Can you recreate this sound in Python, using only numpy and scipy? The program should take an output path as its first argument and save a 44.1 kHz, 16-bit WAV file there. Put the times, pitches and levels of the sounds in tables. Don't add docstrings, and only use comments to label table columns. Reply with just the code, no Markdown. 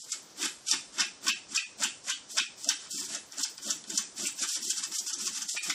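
import sys
import numpy as np
from scipy import signal
from scipy.fft import rfft, irfft
from scipy.io import wavfile
from scipy.ndimage import uniform_filter1d

SR = 44100
rng = np.random.default_rng(int(sys.argv[2]) if len(sys.argv) > 2 else 0)


def digitize_waveform(pressure):
    field = np.atleast_2d(pressure).T
    bounded = np.clip(field, -1, 1)
    quanta = np.round(bounded * 32767).astype(np.int16)
    wavfile.write(sys.argv[1], SR, quanta)


def voltage_ratio(level):
    return 10 ** (np.asarray(level, float) / 20)


N = 253218
T = np.arange(N) / SR

# (frequency [Hz], density [dB per Hz])
BRISTLE_TONE = [(1470, -27.5), (2500, -14), (3110, -10.5), (4100, -9.5), (5290, -0.5), (5790, 0),
                (6330, -3.5), (7580, 0.5), (10100, -16), (11200, -16), (12800, -18.5), (13900, -18),
                (15000, -19)]
# (lift time [s], drag length [s], touch level [dB], lift level [dB], backing level [dB])
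PAWS_IN_TURN = [(4.438, 0.065, -40, -25, -34.5), (4.564, 0.074, -27, -28, -47),
                (4.714, 0.083, -30, -27, -47.5), (4.788, 0.021, -32, -27.5, -41.5),
                (4.853, 0.024, -30, -31, -44.5), (4.998, 0.074, -29.5, -30.5, -49),
                (5.098, 0.051, -42, -30, -43.5), (5.143, 0.043, -36, -35.5, -46),
                (5.283, 0.091, -31, -30, -47.5), (5.381, 0.048, -35, -29.5, -43.5),
                (5.43, 0.021, -38, -40.5, -49), (5.56, 0.071, -28, -33.5, -60.5),
                (5.595, 0.025, -33, -46.5, -55.5), (5.714, 0.078, -28.5, -31, -46)]


def unit(x):
    return x / np.sqrt(np.mean(x ** 2))


def colour(table, size=1024):
    hz, db = np.transpose(table)
    f = np.maximum(np.arange(size + 1) * SR / 2 / size, 1)
    gain_db = np.interp(np.log(f), np.log(hz), db, left=db[0] - 20, right=db[-1] - 20)
    cepstrum = irfft(np.log(voltage_ratio(gain_db)))
    cepstrum[1:size] *= 2
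    cepstrum[size + 1:] = 0
    h = irfft(np.exp(rfft(cepstrum)))[:size]
    return h / np.sqrt(np.sum(h ** 2))


def through(x, h):
    return signal.fftconvolve(x, h)[:N]


def ring(x, hz, width):
    return signal.lfilter(*signal.iirpeak(hz, hz / max(width, 10), SR), x)


def flicks(rate, spread_db):
    luck = rng.random(N)
    sign = rng.choice([-1, 1], N)
    size_db = spread_db * np.minimum(rng.exponential(size=N), 5.5)
    return unit((luck < rate / SR) * sign * voltage_ratio(size_db))


def shape(start_s, end_s, start_db, end_db, rise, fall):
    level_db = np.interp(T, [start_s, end_s], [start_db, end_db])
    return level_db - rise * np.maximum(start_s - T, 0) - fall * np.maximum(T - end_s, 0)


def room(x, wet_db, gap_s):
    # (frequency [Hz], decay time to -60 dB [s])
    decay_times = [(250, 0.83), (1000, 0.16), (2700, 0.31), (7000, 0.31), (14000, 0.84)]
    t = np.arange(SR // 2) / SR
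    hz, t60 = np.transpose(decay_times)
    f = np.arange(len(t) // 2 + 1) * SR / len(t)
    noise = rfft(rng.standard_normal(len(t)))
    tail = 0
    for k in range(len(hz)):
        share = np.interp(np.log(f + 1), np.log(hz), np.arange(len(hz)) == k)
        tail = tail + irfft(noise * share, len(t)) * voltage_ratio(-60 * t / t60[k])
    tail = tail * np.clip(t / gap_s, 0, 1) ** 2
    return x + voltage_ratio(wet_db) * through(x, tail / np.sqrt(np.sum(tail ** 2)))


def air():
    # (frequency [Hz], density [dB per Hz])
    air_tone = [(25, -8.5), (100, -6.5), (220, -2), (500, -3.5), (1400, -7), (2500, -12.5), (6000, -4),
                (9500, -24), (15500, -29)]
    return voltage_ratio(-55.5) * through(rng.standard_normal(N), colour(air_tone, size=4096))


def whistle():
    # (time [s], frequency [Hz], level [dB])
    glide = [
        (3.17, 9400, -80),
        (3.2, 9900, -57),
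        (3.24, 10500, -67),
        (3.28, 10500, -73),
        (3.36, 11100, -80),
    ]
    s, pitch, level = np.transpose(glide)
    hz = np.interp(T, s, pitch)
    db = np.interp(T, s, level)
    return voltage_ratio(db) * (T > s[0]) * (T < s[-1]) * np.sin(2 * np.pi * np.cumsum(hz) / SR)


def paws():
    # (time [s], held [s], thud level [dB], shuffle level [dB])
    steps = [(.13, 0.016, -61.5, -58), (0.402, 0.051, -46.5, -52), (.715, 0.012, -42, -46.5),
             (0.992, 0.034, -45, -47.5), (1.271, 0.039, -44, -46.5), (1.53, 0.024, -51, -80),
             (1.811, 0.047, -50, -50.5), (2.085, 0.019, -50.5, -50), (2.367, 0.036, -47.5, -49.5),
             (2.679, 0.013, -46.5, -44), (2.94, 0.089, -52.5, -64), (3.11, 0.06, -54, -55.5),
             (3.39, 0.015, -52, -50.5), (3.671, 0.043, -46.5, -49.5), (3.901, 0.078, -47, -54.5),
             (4.19, 0.064, -48, -55), (4.419, 0.013, -49.5, -49.5), (4.56, 0.014, -54.5, -55),
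             (4.641, 0.05, -51, -72), (4.77, 0.038, -60, -102), (4.89, 0.082, -58, -73),
             (4.996, 0.015, -64, -55.5), (5.1, 0.18, -60.5, -68), (5.241, 0.021, -55.5, -76),
             (5.341, 0.1, -59, -69.5), (5.55, 0.02, -51.5, -57), (5.679, 0.034, -48.5, -51.5)]
    # (frequency [Hz], density [dB per Hz])
    thud_tone = [(76, -24.5), (130, -13), (210, -2), (247, -8), (280, -0.5), (373, -2), (420, -12.5),
                 (500, -30), (650, -58), (1100, -120)]
    # (frequency [Hz], width [Hz], level [dB])
    floor_notes = [(223, 13.6, 1.5), (276.3, 19.4, -2)]
    land, thud_fall, shuffle_fall = 530, 301, 594
    weight, slide = voltage_ratio(-72), 0
    for s, held, thud_db, shuffle_db in steps:
        weight = weight + voltage_ratio(shape(s, s + held, thud_db, thud_db, land, thud_fall))
        slide = slide + voltage_ratio(shape(s, s + held, shuffle_db, shuffle_db, land, shuffle_fall))
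    thud = through(flicks(3000, 1.0), colour(thud_tone, size=4096))
    thud = unit(1.2 * thud + sum(voltage_ratio(db) * ring(thud, hz, w) for hz, w, db in floor_notes))
    shuffle = unit(ring(ring(flicks(3000, 0.43), 682, 217), 573, 240))
    return weight * thud + slide * shuffle


def slaps():
    # (time [s], peak level [dB], frequency [Hz])
    slap_hits = [(0.4286, -42, 2880), (0.726, -32, 2690), (1.015, -25.5, 2630), (1.2948, -21.5, 2676),
                 (1.5741, -21, 2603), (1.8467, -26, 2636), (2.1116, -28, 3010), (2.395, -21.5, 2543),
                 (2.7032, -29.5, 2900), (4.2534, -30.5, 2460), (4.7072, -36, 3230), (5.5736, -26.5, 2420),
                 (5.6996, -27, 2140)]
    out = np.zeros(N)
    t = np.arange(4096) / SR
    for s, peak_db, hz in slap_hits:
        push = rng.standard_normal(len(t)) * np.exp(-t / 0.011)
        note = ring(push, hz, 190)
        i = int(s * SR)
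        out[i:i + len(t)] += (voltage_ratio(peak_db + 1.5) * note / np.max(abs(note)))[:N - i]
    return out


def backing(x):
    # (frequency [Hz], density [dB per Hz])
    sheet_tone = [(470, -64), (800, -1), (1280, 4.5), (2060, -0.5), (2640, -1.5), (2900, -6.5), (3730, -4),
                  (4190, -8.5), (4500, 3.5), (5850, -64.5), (9900, -120)]
    # (frequency [Hz], width [Hz], level [dB])
    sheet_modes = [(1403, 60, -13), (1710, 178, 5), (1908, 6.3, -57), (2620, 6.6, -48), (2630, 79, -4),
                   (3015, 21.7, 15), (3576, 305, 3)]
    kick = np.arange(4096) == 0
    modes = 0
    for k, (hz, width, db) in enumerate(sheet_modes):
        modes = modes + (-1) ** k * voltage_ratio(db) * ring(kick, hz, 1.7 * width)
    h = np.convolve(kick + voltage_ratio(2.5) * modes, colour(sheet_tone))
    return through(x, h / np.sqrt(np.sum(h ** 2)))


def drags():
    # (lift time [s], drag length [s], touch level [dB], lift level [dB], backing level [dB])
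    single_paw = [(0.046, 0.043, -44, -39, -85), (0.134, 0.05, -40, -30, -43),
                  (.42, 0.058, -48.5, -33, -35), (0.458, 0.036, -28.5, -24, -34.5),
                  (0.733, 0.059, -31.5, -24, -32), (1.018, 0.087, -47.5, -29, -31.5),
                  (1.293, 0.073, -45.5, -27.5, -31), (1.574, 0.081, -47.5, -29.5, -34.5),
                  (1.843, 0.054, -40, -25, -30.5), (2.103, 0.07, -49.5, -26, -30.5),
                  (2.36, .06, -40.5, -36, -73), (2.395, 0.027, -34, -31.5, -44),
                  (2.655, 0.071, -42, -36, -56), (2.71, 0.016, -22.5, -36.5, -53),
                  (2.871, 0.08, -45, -43, -53), (3.062, 0.15, -31.5, -34, -54),
                  (3.153, 0.063, -37.5, -30, -40), (3.36, 0.039, -45.5, -48.5, -55.5),
                  (3.445, 0.066, -32.5, -31.5, -43.5), (3.62, 0.039, -45.5, -62, -77),
                  (3.708, 0.085, -40, -26.5, -35.5), (3.987, 0.11, -41.5, -26, -35.5),
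                  (4.285, .11, -32.5, -30, -43.5)]
    land, lift, settle, sheet_fall = 913, 688, 137, 712
    late_s = 0.002
    pile, sheet = 0, 0
    for s, drag, touch_db, lift_db, back_db in single_paw + PAWS_IN_TURN:
        start = s - max(drag, .005)
        pile = pile + voltage_ratio(2 * shape(start, s, touch_db, lift_db, land, lift))
        settle_db = lift_db - 18
        pile = pile + voltage_ratio(2 * shape(s, s + .001, settle_db, settle_db, land, settle))
        low_db = back_db + 1.435 * (touch_db - lift_db)
        sheet = sheet + voltage_ratio(2 * shape(start + late_s, s + late_s, low_db, back_db, land, sheet_fall))
    return np.sqrt(pile), np.sqrt(sheet)


def grit():
    k = int(SR / 109.24)
    steps_db = np.repeat(rng.standard_normal(N // 100), k)[:N]
    return voltage_ratio(2 * unit(uniform_filter1d(steps_db, k)))


def scrape(pile):
    return through(pile * grit() * flicks(9000, 1.4), colour(BRISTLE_TONE))


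def releases():
    # (time [s], peak [dB], backing over peak [dB], frequency [Hz])
    tears = [(.1186, -16.5, -15, 6260), (.4266, -18, -4, 5900), (.7117, -9.5, -10, 5240),
             (1.0034, -7.5, -20, 5080), (1.2805, -10.5, -8, 5200), (1.5603, -11, -19, 5030),
             (1.8341, -12.5, -15, 6900), (2.096, -14.5, -45, 6500), (2.3809, -11, -6.5, 5200),
             (2.691, -14, -5, 5460), (3.1477, -19.5, -44, 6300), (3.4325, -13.5, -33, 4850),
             (3.704, -13.5, -31, 5930), (3.9759, -10, -27, 6200), (4.2676, -13.5, -43, 8250),
             (4.4251, -16, -26, 5170), (4.5532, -20, -7.5, 5570), (4.6997, -15.5, -12.5, 6550),
             (4.8344, -17, -26, 6100), (4.9833, -19, -34, 6440), (5.1297, -18, -27, 5900),
             (5.2677, -17.5, -10, 6000), (5.4179, -19, -14, 5950), (5.5633, -25, -2, 5960),
             (5.696, -17, -6, 5300)]
    # (time [s], peak [dB], backing over peak [dB])
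    slips = [(0.6839, -23.5, -2), (0.9823, -22, 1.5), (0.9952, -17, -3), (1.266, -20.5, 1),
             (1.548, -20, -0.5), (1.819, -22.5, 2), (2.0811, -28, 2.5), (2.369, -19, -5),
             (2.373, -17.5, 1.5), (3.3928, -23, -12), (3.4058, -25, -28), (3.4398, -20, -15),
             (3.898, -22.5, -9)]
    # (time [s], peak [dB])
    touches = [(0.2937, -43.5), (2.3022, -32.5), (2.9053, -54), (3.6452, -29), (4.1747, -35), (4.3852, -25),
               (4.487, -29), (4.6159, -26.5), (4.7638, -23), (4.917, -26), (5.0648, -24), (5.2019, -27),
               (5.3445, -25.5), (5.4864, -24), (5.6412, -32)]
    # (time [s], peak [dB], frequency [Hz])
    ticks = [(1.8132, -17, 7060), (2.6445, -18.5, 7200), (2.6893, -7.5, 5370), (2.978, -18.5, 5140),
             (3.0093, -19, 5200), (3.051, -27, 6600), (3.3224, -29.5, 5560), (3.3834, -18, 6760),
             (3.5796, -25, 4770), (3.84, -28, 3600), (4.074, -40, 6000), (5.421, -21.5, 6100),
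             (5.6965, -15.5, 5370)]

    def scatter(hz):
        return hz + 750 * (2 * rng.random() - 1)

    rows = []
    for s, db, back_db, hz in tears:
        ms, soft = (3.5, 1.7) if s > PAWS_IN_TURN[0][0] else (2.7, 1.15)
        rows.append((s, db, back_db, ms, hz, soft))
    rows += [(s, db, back_db, 2.9, scatter(6230), 1.15) for s, db, back_db in slips]
    rows += [(s, db, -12, 5.5, scatter(5930), 1.8) for s, db in touches]
    rows += [(s, db, -17, 1.1, hz, .15) for s, db, hz in ticks]
    return rows


def snaps():
    bright, knock = np.zeros(N), np.zeros(N)
    length = 2048
    ms_in = np.arange(length) * 1000 / SR
    for s, peak_db, back_db, ms, hz, soft in releases():
        swell = np.clip(soft, 0, 2)
        i = int((s - .0004 * ms * swell) * SR)
        size_db = 3 * np.minimum(rng.exponential(size=length), 3)
        rattle = rng.standard_normal(length) * voltage_ratio(size_db) * (rng.random(length) < .3)
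        u = ms_in / np.clip(1.22 * ms, .2, 12)
        burst = (rattle * u ** swell * np.exp(-u))[:N - i]
        burst = burst / np.max(abs(burst))
        bright[i:i + length] += voltage_ratio(peak_db + 1.5) * (0.48 * burst + 1.25 * ring(burst, hz, 1500))
        slow = ms_in / 6
        knock[i:i + length] += voltage_ratio(peak_db + back_db - 1) * (rattle * slow * np.exp(-slow))[:N - i]
    return through(bright, colour(BRISTLE_TONE)), knock


def scene():
    bright, knock = snaps()
    pile, sheet = drags()
    bristles = voltage_ratio(-6) * scrape(pile) + bright
    rub = backing(voltage_ratio(-2) * sheet * flicks(4000, 0.98) + knock)
    mat = room(bristles, wet_db=-3, gap_s=0.0019) + room(rub + slaps(), wet_db=1.5, gap_s=0.0029)
    return (mat + paws() + whistle() + air())[None]


def thin_bands(x):
    # (frequency [Hz], margin [dB])
    keep_margins = [(40, 9), (120, 15.5), (300, 16), (480, 14), (750, 17), (1200, 17), (2500, 16.5),
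                    (4000, 20.5), (9500, 24), (10400, 34), (11500, 24.5), (13000, 49), (15500, 49)]
    # (from [s], to [s])
    open_spans = [(.04, .11), (.22, .46), (1.21, 1.32), (1.78, 1.88), (2.3, 2.37), (2.56, 2.73), (2.9, 3.1),
                  (3.27, 3.44), (3.5, 3.78), (3.88, 4.02), (4.14, 4.4), (4.47, 4.55), (4.6, 4.78),
                  (4.87, 5.1), (5.18, 5.33), (5.38, 5.46), (5.5, 5.57), (5.62, 5.74)]
    depth_db, luck_db = -45, 3
    size = 2048
    window = signal.windows.cosine(size)
    f, frame_s, z = signal.stft(x, SR, window, size, size // 2)
    band = np.floor(np.where(f < 1000, f / 86, 11.6 + 14 * np.log(np.maximum(f, 1) / 1000))).astype(int)
    member = band == np.unique(band)[:, None]
    count = member.sum(1)
    centre = member @ f / count
    level_db = 10 * np.log10(member @ abs(z) ** 2 / count[:, None] + 1e-18)
    loudest = level_db.max(0)
    hz, margin_db = np.transpose(keep_margins)
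    margin = np.interp(np.log(centre + 1), np.log(hz), margin_db)[:, None]
    recent_db = 20 * np.log10(signal.lfilter([.25], [1, -.75], voltage_ratio(loudest)))
    top = (centre > 9500)[:, None]
    debt = top * (1.52 * np.maximum(recent_db - loudest, -4) + 0.83 * rng.standard_normal(len(loudest)))
    low = (centre < 2600)[:, None]
    debt = debt + low * 0.67 * np.clip(loudest - recent_db, -12, 8)
    is_open = sum((frame_s > a) & (frame_s < b) for a, b in open_spans)
    passed = is_open * (rng.random(level_db.shape) > .5)
    shut = 60 * (centre > 12000)[:, None] * (1 - passed)
    spare = level_db - loudest - debt - shut + margin + luck_db * rng.standard_normal(level_db.shape)
    gain = voltage_ratio(depth_db / (1 + np.exp(np.clip(spare, -30, 30))))
    return signal.istft(z * (member.T @ gain), SR, window, size, size // 2)[1][:N]


def roll_off(x):
    return signal.sosfilt(signal.butter(12, 16010, fs=SR, output="sos"), x)


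def record(dry):
    x = signal.sosfilt(signal.butter(1, 25, "high", fs=SR, output="sos"), dry)
    mix = thin_bands(x[0])[None]
    return roll_off(mix)


dry = scene()
out = record(dry)
digitize_waveform(out)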